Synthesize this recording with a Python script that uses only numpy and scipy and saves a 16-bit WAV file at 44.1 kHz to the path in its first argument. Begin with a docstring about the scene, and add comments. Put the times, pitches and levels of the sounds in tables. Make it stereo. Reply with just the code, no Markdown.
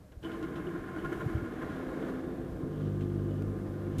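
"""Beside a microwave oven, left microphone close to it, right one shaded. The motor starts, shudders
and rattles the steel cabinet while the fan runs up. The rattle settles, the transformer swells, then
the magnetron takes load with a deep mains hum. Faint ticks come from the cavity and an arc strikes
at the very end. Handling bumps the right microphone; room noise and fine hiss lie underneath."""
import sys
import numpy as np
from scipy import signal
from scipy.fft import rfft, irfft, next_fast_len
from scipy.io import wavfile
from scipy.ndimage import map_coordinates

SR = 44100
rng = np.random.default_rng(int(sys.argv[2]) if len(sys.argv) > 2 else 0)


def store_wav(level_fs):
    """Save 16-bit WAV to argv[1]."""
    pcm = np.round(np.clip(np.atleast_2d(level_fs), -1, 1) * 32767)
    wavfile.write(sys.argv[1], SR, pcm.T.astype(np.int16))


N = 176400

RUMBLE_SPECTRUM = [(30, -16), (70, 2), (130, 1), (225, -2.5), (330, 6.5), (390, 4), (540, -6), (800, -12),
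                   (1300, -22.5), (3000, -62)]  # f/Hz, density/dB
RUMBLE_LEVEL = [(.25, -41), (.5, -35.5), (.85, -39.5), (1.2, -33), (1.55, -40.5), (1.75, -40.5),
                (2.15, -38), (2.6, -37), (4, -37.5)]  # t/s, level/dB
RATTLE_SPECTRUM = [(200, -26), (450, -4.5), (620, 2), (930, -4), (1200, 1.5), (1700, -2), (2000, -6.5),
                   (2600, -12), (3100, -12), (4500, -24.5), (14000, -31.5)]  # f/Hz, density/dB
RATTLE_LEVEL = [(.25, -44.5), (.9, -44), (1.22, -41), (1.5, -45.5), (1.7, -42.5), (2.1, -48.5), (2.25, -70),
                (2.7, -62), (4, -52.5)]  # t/s, level/dB
def motor():
    """The motor rumbles through the cabinet and rattles its panels."""
    rumble = noise(RUMBLE_SPECTRUM, ring=0.9) * amp(curve(RUMBLE_LEVEL))
    rattle = noise(RATTLE_SPECTRUM, ring=0.78, drive=amp(0.54 * wobble(250)))
    return running() * (rumble + rattle * amp(curve(RATTLE_LEVEL)))


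# cabinet shudders: t/s, chatter gain/dB, drone gain/dB
SHUDDERS = [(0.114, -14, -17), (.240, -2, 6.5), (0.285, -1, -7), (0.334, -10, 5), (0.426, -1.5, 11.5),
            (.560, 4, 5), (0.58, -8, 1), (.664, -10, 10), (0.744, -3, 7), (.870, 2, -20), (.954, 2.5, 8.5),
            (1.035, 8, 7.5), (1.114, 7.5, 7.5), (1.196, 5.5, 7), (1.283, 4, 5), (1.316, -1.5, 3),
            (1.364, -2, -4), (1.438, -2, 6), (1.610, 6, 5)]
def shudders(column=1, rise_s=0.013, hold_s=0.008, decay_s=0.015):
    """Envelope of the cabinet's shudders: each rises, holds and fades."""
    out = np.zeros(N)
    for row in SHUDDERS:
        age = clock() - row[0]
        fade = np.exp(-np.maximum(age - rise_s - hold_s, 0) / decay_s)
        out += amp(row[column]) * np.clip(age / rise_s, 0, 1) * fade
    return out


def panels(drone_hz=329.5, throb_hz=9.6):
    """Shudders make the panels chatter and the side panel drone; motor unbalance keeps it throbbing."""
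    grain = amp(2.6 * wobble(400))
    chatter = amp(-41) * shudders() * noise(RATTLE_SPECTRUM, ring=1.34, drive=grain)
    throb = amp(-45) * running() * (1 + 0.5 * np.sin(2 * np.pi * throb_hz * clock()))
    swing = np.hypot(throb, amp(-40) * shudders(column=2, decay_s=0.019))
    phase = 2 * np.pi * (drone_hz * clock() + 0.32 * wobble(20))
    return chatter + np.sqrt(2) * swing * np.sin(phase)


# mains harmonics: order, motor/dB, transformer/dB, magnetron/dB, right gain/dB
HARMONICS = [(1, -86, -70, -53, 5), (2, -71, -44, -36.5, -10.5), (3, -52.5, -35, -47.5, -13),
             (4, -49, -50.5, -46.5, -10.5), (5, -57.5, -46, -59, -22), (7, -54.5, -59, -41, -15.5),
             (8, -66.5, -56, -59, -22), (9, -58.5, -83, -62.5, -33), (13, -79, -70, -67, -12),
             (24, -66, -81, -73.5, -8.5)]
# electrical load: t/s, transformer gain/dB, magnetron gain/dB
LOAD = [(2.45, -38, -50), (2.7, -5.5, -28), (2.845, 4.5, -27), (2.87, 2, 3), (2.91, -5, 2.5),
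        (3.1, -4.5, 3), (3.39, -3, 0.5), (3.49, -14, 4.5), (3.56, -14, -1), (3.75, -15, -2),
        (3.87, -6.5, -.5), (4, 3, -15)]
SIZZLE_SPECTRUM = [(1500, -10), (2400, -6), (3000, 5), (3500, -1), (4200, -9), (6000, -13), (14000, -30)]  # f/Hz, density/dB
def hum(mains_hz=50):
    """Stereo mains hum: the transformer swells and sizzles, then the magnetron draws current."""
    transformer, magnetron = amp(curve(LOAD)), amp(curve(LOAD, column=2))
    mains = 2 * np.pi * mains_hz * clock()
    out = np.zeros((2, N))
    for order, motor_db, transformer_db, magnetron_db, right_db in HARMONICS:
        phase = order * mains + 0.45 * rng.standard_normal() + 0.22 * wobble(9)
        rms = amp(motor_db) + amp(transformer_db) * transformer + amp(magnetron_db) * magnetron
        peak = np.sqrt(2) * rms * amp(wobble(17))
        out += peak * np.array([np.sin(phase), amp(right_db) * np.sin(phase - 0.9)])
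    pulsing = 1 + 0.45 * np.cos(2 * mains)
    sizzle = amp(-63.5) * transformer * noise(SIZZLE_SPECTRUM, drive=pulsing)
    return running() * (out + np.array([sizzle, amp(-18) * sizzle]))


BLADE_RUN_UP = [(.25, 110, -61), (.55, 149.9, -39), (.95, 193.8, -40), (1.3, 225, -42.5), (1.6, 251, -38.5),
                (1.75, 260.3, -37), (2.1, 258.6, -35), (2.6, 260.6, -38.5), (4, 261, -40)]  # t/s, f/Hz, level/dB
BLADE_ORDERS = [(1, -4.5), (2, -10)]  # order, gain/dB
AIR_SPECTRUM = [(60, -7), (150, 10.5), (220, 11), (290, 16), (390, 13.5), (500, 7.5), (750, 4.5),
                (960, -1.5), (1080, 2.5), (1350, 0.5), (1650, -1), (2050, -8.5), (2600, -14.5),
                (3600, -16.5), (4400, -23), (14000, -52)]  # f/Hz, density/dB
AIR_LEVEL = [(.25, -43), (1.2, -48), (1.55, -38.5), (1.72, -34.5), (1.9, -37), (2.1, -32.5), (2.2, -37.5),
             (2.55, -42.5), (3.3, -44.5), (4, -42)]  # t/s, level/dB
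def fan(jitter=0.009):
    """The fan runs up: an unsteady blade tone over rushing air."""
    blade_hz = curve(BLADE_RUN_UP) * (1 + jitter * wobble(34))
    phase = 2 * np.pi * np.cumsum(blade_hz) / SR
    tone = sum(amp(db + 1.73 * wobble(12)) * np.sin(order * phase) for order, db in BLADE_ORDERS)
    tone *= np.sqrt(2) * amp(curve(BLADE_RUN_UP, column=2))
    air = noise(AIR_SPECTRUM, ring=0.29, drive=amp(1.37 * wobble(120)))
    return running() * (tone + air * amp(curve(AIR_LEVEL)))


TICKS = [(0.12, -54.5, 0.058, .1), (0.23, -48, 0.1, 0.62), (0.246, -44, 0.16, 0.89),
         (0.316, -49.5, 0.32, 0.22), (0.427, -46.5, 0.096, 0.15), (.557, -47, 0.11, 0.17),
         (0.668, -47, 0.068, .99), (.986, -51, 0.13, 0.78), (1.124, -53, 0.17, 1), (1.211, -54, .06, 0.83),
         (1.359, -52, 0.054, 0.51), (3.008, -49.5, 0.14, .05), (3.31, -57, .09, .8)]  # t/s, level/dB, t60/s, ringing share of power
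TICK_MODES = [(2975, 7), (3050, -11), (3205, 0), (3450, -4)]  # f/Hz, gain/dB
CRACK_SPECTRUM = [(1200, 3), (2500, 5), (3400, 4), (4400, -3.5), (6000, -9), (14000, -22)]  # f/Hz, density/dB
def ticks():
    """Light contacts in the cavity: a crack and a short glassy ring."""
    crack, out = noise(CRACK_SPECTRUM), np.zeros(N)
    for start_s, db, t60_s, share in TICKS:
        ring = unit(sum(amp(mode_db) * np.sin(2 * np.pi * (hz * clock() + 0.19 * wobble(130)))
                        for hz, mode_db in TICK_MODES))
        out += burst(start_s, db, t60_s) * (np.sqrt(share) * ring + np.sqrt(1 - share) * crack)
    return out


ARC_SPECTRUM = [(600, -5), (3600, 2.5), (4500, -2), (6400, -1.5), (14000, -10)]  # f/Hz, density/dB
def arc(start_s=3.983, push_hz=120):
    """A spark strikes in the cavity: crackle and a low push."""
    crackle = amp(-41.5) * noise(ARC_SPECTRUM)
    push = amp(-21.5) * np.sin(2 * np.pi * push_hz * (clock() - start_s))
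    return burst(start_s, db=0, t60_s=0.22) * (crackle + push)


def click():
    """One faint dry click."""
    return burst(start_s=3.4233, db=-36, t60_s=0.0059)


RUB_SPECTRUM = [(20, -25), (42, 17), (68, 16.5), (100, 14.5), (140, 6), (230, -14), (500, -40), (1500, -48)]  # f/Hz, density/dB
RUB_LEVEL = [(.05, -46), (.45, -46), (.85, -46.5), (1.4, -45), (1.53, -50), (1.8, -46), (2.2, -48),
             (2.4, -36.5), (2.8, -46.5), (4, -45)]  # t/s, level/dB
BUMPS = [(0.169, 71, -31, 0.016), (1.052, 90.5, -25.5, 0.0091), (1.258, 128, -16.5, 0.018),
         (1.321, 90, -27, 0.012), (1.344, 92, -18, .024), (1.371, 108, -21, 0.015),
         (1.417, 104, -29, 0.026), (2.486, 109.6, -30, 0.019), (2.632, 141, -24, 0.013)]  # t/s, f/Hz, level/dB, length/s
def handling():
    """Handling of the microphone: low rubbing and soft bumps of a cycle or two."""
    out = noise(RUB_SPECTRUM) * amp(curve(RUB_LEVEL) + 2.7 * wobble(23.24))
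    for start_s, hz, db, length_s in BUMPS:
        age = np.clip(clock() - start_s, 0, length_s)
        out += amp(db) * np.sin(np.pi * age / length_s) * np.sin(2 * np.pi * hz * age)
    return out


SHADE_RESPONSE = [(50, -4), (110, -9), (200, -14), (350, -16), (600, -19), (900, -22), (1100, -20),
                  (1500, -28), (3000, -22), (8000, -12)]  # f/Hz, gain/dB
def shaded(sound, lag_s=0.0003):
    """Path to the right microphone: direct sound plus wall echo, shaded and delayed."""
    walls = (rng.standard_normal(N) * burst(start_s=0, db=0, t60_s=0.14))[:SR // 4]
    echo = signal.fftconvolve(sound, walls / np.linalg.norm(walls))[:N]
    return filtered(sound + 0.42 * echo,
                    lambda f: amp(along(SHADE_RESPONSE, f)) * np.exp(-2j * np.pi * f * lag_s))


ROOM_SPECTRUM = [(30, -16), (130, -3.5), (620, -9), (800, -18), (1600, -22.5), (8000, -61)]  # f/Hz, density/dB
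def room():
    """Steady low noise of a quiet room."""
    return amp(-53) * noise(ROOM_SPECTRUM, ring=0.14)


HISS_SPECTRUM = [(100, 23.5), (1000, 0.5), (2200, 1), (5000, -0.5), (14000, -3.5)]  # f/Hz, density/dB
HISS_LEVEL = [(.21, -63), (.24, -57.5), (.9, -60), (1.15, -55), (1.38, -57.5), (1.52, -59), (1.63, -58),
              (1.8, -58.5), (2.1, -56), (2.2, -59), (4, -59)]  # t/s, level/dB
def hiss():
    """Fine stereo hiss that flutters slightly and swells with each shudder."""
    pair = np.array([noise(HISS_SPECTRUM), noise(HISS_SPECTRUM)])
    level_db = curve(HISS_LEVEL) + 0.35 * wobble(23.55)
    return pair * amp(level_db) * np.hypot(1, 0.3 * shudders())


# cabinet resonances: f/Hz, width/Hz, lift/dB
CABINET_MODES = [(140, 37, 10.5), (180.5, 23, 14), (260, 28, 15.5), (313, 30.5, 12), (348.7, 22.6, 11.5),
                 (438.6, 42, 12), (486, 17, 11.5), (596, 23, 9), (660, 14, 9.5), (758, 50, 9.5),
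                 (1043.7, 62, 18), (1290, 20, 4), (1424, 42, 14.5), (1660, 340, 9), (2166, 116, 9.5)]
def noise(spectrum, ring=0, drive=1):
    """Shaped noise of rms 1, modulated by drive; ring scales the lift of the cabinet's resonances."""
    def response(f):
        lift_db = sum(db / (1 + (2 * (f - hz) / width) ** 2) for hz, width, db in CABINET_MODES)
        return amp(along(spectrum, f) + ring * lift_db)
    return unit(filtered(drive * rng.standard_normal(N), response))


def running(start_s=0.2146, rise_s=0.025):
    """Switch-on envelope."""
    return np.clip((clock() - start_s) / rise_s, 0, 1) ** 2


def burst(start_s, db, t60_s):
    """Envelope with a sudden onset and exponential decay."""
    age = clock() - start_s
    return (age >= 0) * amp(db) * np.exp(-np.log(1000) * np.maximum(age, 0) / t60_s)


def amp(db):
    """Decibels to gain."""
    return 10 ** (np.asarray(db) / 20)


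def unit(x):
    """x at rms 1."""
    return x / np.sqrt(np.mean(x ** 2) + 1e-20)


def along(points, hz):
    """A frequency table interpolated on a log axis."""
    f, db = np.transpose(points)
    return np.interp(np.log(hz + 1), np.log(f + 1), db)


def clock():
    """Sample times in seconds."""
    return np.arange(N) / SR


def curve(rows, column=1):
    """One column of a time table, per sample."""
    rows = np.array(rows)
    return np.interp(clock(), rows[:, 0], rows[:, column])


def wobble(knots_per_s):
    """Smooth random curve."""
    return map_coordinates(rng.standard_normal(1024), [clock() * knots_per_s], mode="mirror")


def filtered(x, response):
    """x through a frequency response."""
    size = next_fast_len(N + SR // 2)
    return irfft(rfft(x, size) * response(np.fft.rfftfreq(size, 1 / SR)), size)[..., :N]


def scene():
    """The oven, loud on the left and shaded on the right, over room noise and hiss."""
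    left = motor() + panels() + fan() + ticks() + arc() + room()
    right = shaded(left)
    return hiss() + np.array([left, right + handling()]) + hum() + click()


def record(dry):
    """Band limit at 14.6 kHz."""
    return filtered(dry, lambda hz: hz < 14600)


dry = scene()
out = record(dry)
store_wav(out)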